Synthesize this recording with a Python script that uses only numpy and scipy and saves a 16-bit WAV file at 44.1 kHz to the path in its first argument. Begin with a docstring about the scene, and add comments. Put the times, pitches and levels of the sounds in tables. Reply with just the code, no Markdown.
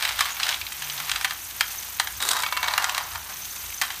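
"""Small plastic balls knock and rumble from lever to lever through a motor-driven machine of toy bricks. Each
hit is a bright clack and a hollow thud that sets the bricks ringing. After two seconds a handful of balls drops
into a tray, where they bounce, roll and settle. Behind them levers tap, gears fizz, axles squeak and the motor
drones and hums, all heard from close by in a hard room."""
import sys
import numpy as np
from scipy import signal
from scipy.fft import rfft, irfft
from scipy.io import wavfile

SR = 44100
rng = np.random.default_rng(int(sys.argv[2]) if len(sys.argv) > 2 else 0)


def dump_mix(stems):
    """Bounce the given channels to the path in sys.argv[1] as a 16-bit WAV at rate SR."""
    frames = np.atleast_2d(stems).T  # one column per channel
    limited = np.clip(frames, -1, 1)  # hard clip at full scale
    pcm = np.round(limited * 32767).astype(np.int16)
    wavfile.write(sys.argv[1], SR, pcm)


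N = 176400  # 4 seconds
TREBLE_LIMIT_HZ = 15250


def amp(db):
    """Turns decibels into a number to multiply a sound by."""
    return 10 ** (np.asarray(db) / 20)


def unit(x):
    """Scales a sound to a standard strength (rms 1)."""
    return x / np.sqrt(np.mean(x ** 2) + 1e-20)


def at_pitch(points, hz):
    """Looks up a value between the rows of a pitch table."""
    pitches, values = np.transpose(points)
    return np.interp(np.log(hz + 1), np.log(pitches + 1), values)


def loudness(points):
    """Joins rows of time_s, level_db into a volume curve."""
    return amp(np.interp(np.arange(N) / SR, *np.transpose(points)))


def add(mix, start_s, sound):
    """Mixes a sound in at its start time."""
    part = mix[max(round(start_s * SR), 0):][:len(sound)]
    part += sound[:len(part)]


def colour(x, points):
    """Gives a sound the tone (balance of low and high) in a table, at standard strength."""
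    log_gain = np.log(amp(at_pitch(points, abs(np.fft.fftfreq(2048, 1 / SR)))))
    response = np.fft.ifft(np.exp(np.conj(signal.hilbert(log_gain)))).real  # silent before a hit
    return unit(signal.fftconvolve(x, response)[:len(x)])


def noise_band(hz, width_hz):
    """Noise around one pitch, at standard strength."""
    freqs = np.fft.rfftfreq(N, 1 / SR)
    band = np.exp(-2 * ((freqs - hz) / width_hz) ** 2)
    return unit(irfft(rfft(rng.standard_normal(N)) * band, N))


def grains(per_s=2000, spread_db=3.5):
    """Tiny random clicks, a few much louder than the rest."""
    sizes = amp(spread_db * np.minimum(rng.exponential(1, N), 4))
    return sizes * rng.choice([-1, 1], N) * (rng.random(N) < per_s / SR)


def wavering(hz, waver_hz):
    """A tone whose pitch wobbles at random."""
    pitch_hz = hz + waver_hz * noise_band(0, width_hz=12.9)
    return unit(np.sin(2 * np.pi * np.cumsum(pitch_hz) / SR))


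# tone of the still air: pitch_hz, gain_db
AIR_TONE = [(35,-41),(115,0.5),(190,-2),(350,-3),(900,-23),(9000,-24)]
def air(level_db=-57.5):
    """The room's still air makes a faint, low hush."""
    return amp(level_db) * colour(rng.standard_normal(N), AIR_TONE)


# time the echo takes to fade by 60 dB: pitch_hz, fade_s
ECHO_FADE = [(1300,.3),(9000,0.2)]
def room_echo(sound, level_db=-9.5, dull_hz=4960):
    """Hard walls send back many echoes, whose high notes die first."""
    echoes = rng.standard_normal(SR // 2) * (rng.random(SR // 2) < .1)
    echoes[:int(.005 * SR)] = 0
    hz, t, spectrum = signal.stft(echoes, SR)
    fade = amp(-60 * t / at_pitch(ECHO_FADE, hz)[:, None])
    tail = signal.istft(spectrum * fade, SR)[1]
    tail = signal.lfilter(*signal.butter(1, dull_hz, fs=SR), tail / np.linalg.norm(tail))
    return amp(level_db) * signal.fftconvolve(sound, tail)[:N]


# the motor's hum between lever strokes: pitch_hz, level_db
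MOTOR_HUM = [(56,-58.5),(84,-61.5)]
# how much each stroke lifts the hum: boost_db
STROKE_BOOSTS = [8.3,4.9,9.6,2.1,7.8,5.1,9.2,7.6]
# the motor's drone: time_s, level_db
DRONE_LEVEL = [(.74,-72),(.83,-54),(1.03,-53),(1.13,-68)]
def motor(first_stroke_s=0.15, stroke_gap_s=0.504, swell_s=0.072):
    """The motor drones and hums, and its hum and rumble swell with each lever stroke."""
    t = np.arange(N) / SR - first_stroke_s
    swell_db = sum(db * np.exp(-((t - k * stroke_gap_s) / swell_s) ** 2)
                   for k, db in enumerate(STROKE_BOOSTS))
    hum = sum(amp(db) * wavering(hz, waver_hz=4.72) for hz, db in MOTOR_HUM)
    rumble = amp(-61.5) * noise_band(87, width_hz=45)
    drone = wavering(148.4, waver_hz=3.01) * loudness(DRONE_LEVEL)
    return (hum + rumble) * amp(swell_db) + drone


# loudness of the rubbing gear teeth: time_s, level_db
GEAR_LEVEL = [(.16,-36),(.65,-37),(.9,-33.5),(1.2,-36.5),(1.56,-35.5),(1.75,-33),(2.18,-36.5),(3.3,-37.5),(3.45,-34.5),(3.79,-35),(3.9,-36.5)]
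# their tone: pitch_hz, gain_db
GEAR_TONE = [(200,-26),(1000,-2.5),(5200,-2.5),(6200,2.5),(7500,-2.5),(8600,0),(10300,-4.5),(12800,2.5),(15200,1)]
def gears(range_hz=4400, flutter_hz=26.5):
    """Each gear rubs unevenly in its own pitch range, while the axles chirp faintly."""
    freqs, teeth = np.fft.rfftfreq(N, 1 / SR), np.zeros(N)
    for centre_hz in np.arange(0, TREBLE_LIMIT_HZ + range_hz, range_hz):
        rub = grains(per_s=4000, spread_db=2) * amp(2.5 * noise_band(flutter_hz, width_hz=57))
        band = np.sqrt(np.maximum(1 - abs(freqs - centre_hz) / range_hz, 0))
        teeth += irfft(rfft(unit(rub)) * band, N)
    whistle = noise_band(6140, width_hz=540)
    flicker_db = 10.5 * np.minimum(noise_band(flutter_hz, width_hz=flutter_hz), 2)
    chirps = amp(-13) * unit(whistle * amp(flicker_db))
    return (colour(teeth, GEAR_TONE) + chirps) * loudness(GEAR_LEVEL)


# axle squeaks: start_s, length_s, pitch_hz, level_db
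SQUEAKS = [(0.29,0.069,6650,-40.5),(1.78,0.015,6200,-33.5),(3.418,0.051,6200,-43)]
def axles():
    """Now and then a turning axle gives a short, high squeak."""
    out = np.zeros(N)
    for start_s, length_s, hz, db in SQUEAKS:
        swell = np.sqrt(np.hanning(int(length_s * SR)))
        squeak = swell * noise_band(hz, width_hz=540)[:len(swell)]
        add(out, start_s, amp(db) * unit(squeak))
    return out


def rattle(fade_s, rise_s=0.00047):
    """Loose plastic rattles after a hit: a burst of noise that falls 60 dB in fade_s."""
    t = np.arange(SR // 10) / SR
    onset = 1 - np.exp(-(t / rise_s) ** 2)
    return rng.standard_normal(len(t)) * amp(-60 * t / fade_s) * onset


# tone of a clack on the bricks, from a lever or a ball: pitch_hz, gain_db
CLACK_TONE = [(200,-30),(1000,-17.5),(2300,3),(4100,3),(5100,-2.5),(8400,-5.5),(9800,-11),(15000,-33)]
# levers hitting their stops: start_s, pitch_hz, level_db
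LEVER_TAPS = [(0.367,2130,-45),(0.431,3950,-31),(0.434,5000,-37.5),(0.525,2900,-39),(0.542,3470,-37),(0.613,2420,-38.5),(0.666,2880,-41.5),(0.872,2870,-47.5),(0.898,4530,-39.5),(0.977,4370,-43.5),(3.961,3600,-52)]
def levers(ticks_per_s=12, low_hz=1180, high_hz=8000):
    """Levers tap their stops, and the gears tick faintly at random."""
    gear_ticks = [(when * N / SR, low_hz * (high_hz / low_hz) ** height, -47 - 10 * softness)
            for when, height, softness in rng.random((int(ticks_per_s * N / SR), 3))]
    out = np.zeros(N)
    for start_s, hz, db in LEVER_TAPS + gear_ticks:
        tap = signal.lfilter(*signal.iirpeak(hz, Q=1.17, fs=SR), rattle(fade_s=0.026))
        add(out, start_s, amp(db) * colour(tap, CLACK_TONE))
    return out


def ring(notes, fade_s, spread_octaves):
    """Struck plastic rings with its own notes, in a different mix at every hit."""
    t, out = np.arange(SR // 6) / SR, 0
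    for hz, db in notes:
        pitch_hz = hz * 2 ** (spread_octaves * rng.uniform(-1, 1))
        strength, phase = rng.rayleigh(), rng.random()
        out += strength * amp(db - 60 * t / fade_s) * np.sin(2 * np.pi * (pitch_hz * t + phase))
    return unit(out)


# tone of a ball's hollow thud: pitch_hz, gain_db
THUD_TONE = [(150,-50),(520,-22.5),(780,0.5),(1200,5),(1750,9),(2900,-11.5)]
def ball_hits(hits, clack_tone, notes, ring_db, fade_s=0.027, ring_s=0.11, spread_octaves=0):
    """Each ball gives a bright clack and a hollow thud, and what it hits rings on."""
    out = np.zeros(N)
    for start_s, clack_db, thud_db in hits:
        clack = amp(clack_db) * colour(rattle(fade_s), clack_tone)
        thud = amp(thud_db) * colour(rattle(fade_s), THUD_TONE)
        add(out, start_s, clack + thud)
        add(out, start_s, amp(thud_db + ring_db) * ring(notes, ring_s, spread_octaves))
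    return out


# loudness of the jostling handful: time_s, level_db
JOSTLE_LEVEL = [(2.19,-68),(2.22,-33),(2.33,-32.5),(2.48,-56)]
# its tone: pitch_hz, gain_db
JOSTLE_TONE = [(120,-31),(280,2.5),(3300,-9),(3800,12.5),(4300,-5),(8500,2),(10500,-0.5)]
# ball hitting ball: start_s, clack_db, thud_db
CLICKS = [(2.203,-42.5,-42),(2.217,-42,-52),(2.224,-34.5,-39.5),(2.251,-40,-54),(2.269,-43,-52),(2.279,-41,-58),(2.288,-29.5,-46),(2.309,-35,-37),(2.313,-30.5,-46),(2.332,-38,-42),(2.367,-38.5,-40),(2.389,-41,-53),(2.402,-41,-47),(2.422,-38,-53)]
# tone of those clicks: pitch_hz, gain_db
CLICK_TONE = [(200,-28),(2000,-7.5),(3850,1.5),(5600,-3.5),(7300,-2.5),(8700,-2),(10500,-13.5)]
# the note a ball rings with: pitch_hz, gain_db
BALL_NOTES = [(3790,0)]
def balls_from_hand():
    """The balls jostle and click together as they leave the hand."""
    jostle = colour(grains(), JOSTLE_TONE) * loudness(JOSTLE_LEVEL)
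    return jostle + ball_hits(CLICKS, CLICK_TONE, BALL_NOTES, ring_db=-5)


# loudness of rolling in the tray: time_s, level_db
TRAY_ROLL = [(2.19,-69),(2.21,-33),(2.4,-30.5),(2.51,-48),(2.68,-30.5),(3.01,-33),(3.1,-44.5),(3.16,-35.5),(3.25,-54),(3.31,-35),(3.4,-66)]
# its tone: pitch_hz, gain_db
TRAY_ROLL_TONE = [(150,-47.5),(480,-16),(680,-2),(1000,4.5),(1800,0),(2500,-8.5),(4400,-7),(5100,-10),(10000,-21)]
# balls hitting the tray floor: start_s, clack_db, thud_db
BOUNCES = [(2.434,-36,-36),(2.463,-34.5,-48),(2.487,-46,-49),(2.524,-35,-36),(2.567,-42,-38.5),(2.572,-35,-37),(2.629,-35,-36.5),(2.641,-35.5,-46),(2.676,-42,-44),(2.682,-32,-38),(2.737,-33,-44)]
# tone of their clack: pitch_hz, gain_db
BOUNCE_TONE = [(200,-44),(1000,2),(2300,-3),(4400,0),(5200,-11.5),(8400,-14.5),(10500,-49)]
# notes the tray rings with: pitch_hz, gain_db
TRAY_NOTES = [(1000,-8),(1120,-13.5),(2245,-4.5),(2720,-11)]
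def balls_in_tray():
    """The balls bounce on the tray, make it ring and roll to rest."""
    roll = colour(grains(), TRAY_ROLL_TONE) * loudness(TRAY_ROLL)
    return roll + ball_hits(BOUNCES, BOUNCE_TONE, TRAY_NOTES, ring_db=-3, fade_s=0.032, ring_s=0.19)


# rise and fall of the rolling on the track: time_s, gain_db
TRACK_ROLL = [(0,-34.5),(.05,-31.5),(.165,-38.5),(.2,-30.5),(.36,-41),(.5,-28.5),(.58,-42.5),(.77,-47.5),(.83,-43),(1.13,-38),(1.4,-48.5),(3.8,-49),(3.85,-40),(4,-47.5)]
# its tone: pitch_hz, gain_db
TRACK_ROLL_TONE = [(150,-57),(450,-23.5),(800,-6),(1600,-5),(3800,-6),(7300,-17),(8300,-15.5),(9600,-20)]
# balls hitting levers, rails and the lifting wheel: start_s, clack_db, thud_db
KNOCKS = [(0.024,-34,-39),(0.051,-33.5,-38),(0.09,-36.5,-41.5),(0.191,-35,-38.5),(0.207,-30,-28.5),(0.255,-45,-40),
          (0.399,-39,-39),(0.467,-41,-41.5),(0.49,-33,-38),(0.721,-44.5,-49),(0.821,-41.5,-44),(1.001,-43.5,-42),
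          (1.095,-36,-41.5),(1.115,-32,-38.5),(1.159,-34.5,-41.5),(1.211,-42,-40.5),(1.245,-33.5,-32),(1.251,-36,-39.5),
          (1.308,-39,-40.5),(1.321,-50,-44.5),(1.608,-29.5,-29),(1.998,-29,-30.5),(2.072,-42,-39.5),
          (2.778,-33,-28.5),(2.823,-45,-37.5),(2.842,-33,-34),(2.894,-36,-38),(2.947,-37.5,-43),(2.979,-35.5,-34.5),(3.156,-45.5,-44),
          (3.814,-33.5,-32.5),(3.819,-36,-31.5),(3.834,-44,-39.5),(3.849,-48,-45),(3.903,-44,-42.5)]
# notes the brick frame rings with: pitch_hz, gain_db
FRAME_NOTES = [(806,-2.5),(1095,-3),(1227,-5.5),(1500,-4.5),(1745,-1),(2850,-6.5),(3200,4.5)]
def balls_on_track():
    """Balls rumble over brick seams and knock the frame, which rings a bit differently at each spot."""
    roll = amp(3.5) * colour(grains(), TRACK_ROLL_TONE) * loudness(TRACK_ROLL)
    return roll + ball_hits(KNOCKS, CLACK_TONE, FRAME_NOTES, ring_db=-9.5, spread_octaves=0.025)


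def scene():
    """The clatter and its echo, over the running machine and the still air."""
    clatter = balls_on_track() + balls_from_hand() + balls_in_tray() + levers()
    background = air() + motor() + gears() + axles()
    return (clatter + room_echo(clatter) + background)[None]


def record(dry):
    """Cuts off the very highest treble."""
    low_pass = signal.firwin(401, TREBLE_LIMIT_HZ, window=("kaiser", 8), fs=SR)
    return signal.oaconvolve(dry, low_pass[None], "same")


dry = scene()
out = record(dry)
dump_mix(out)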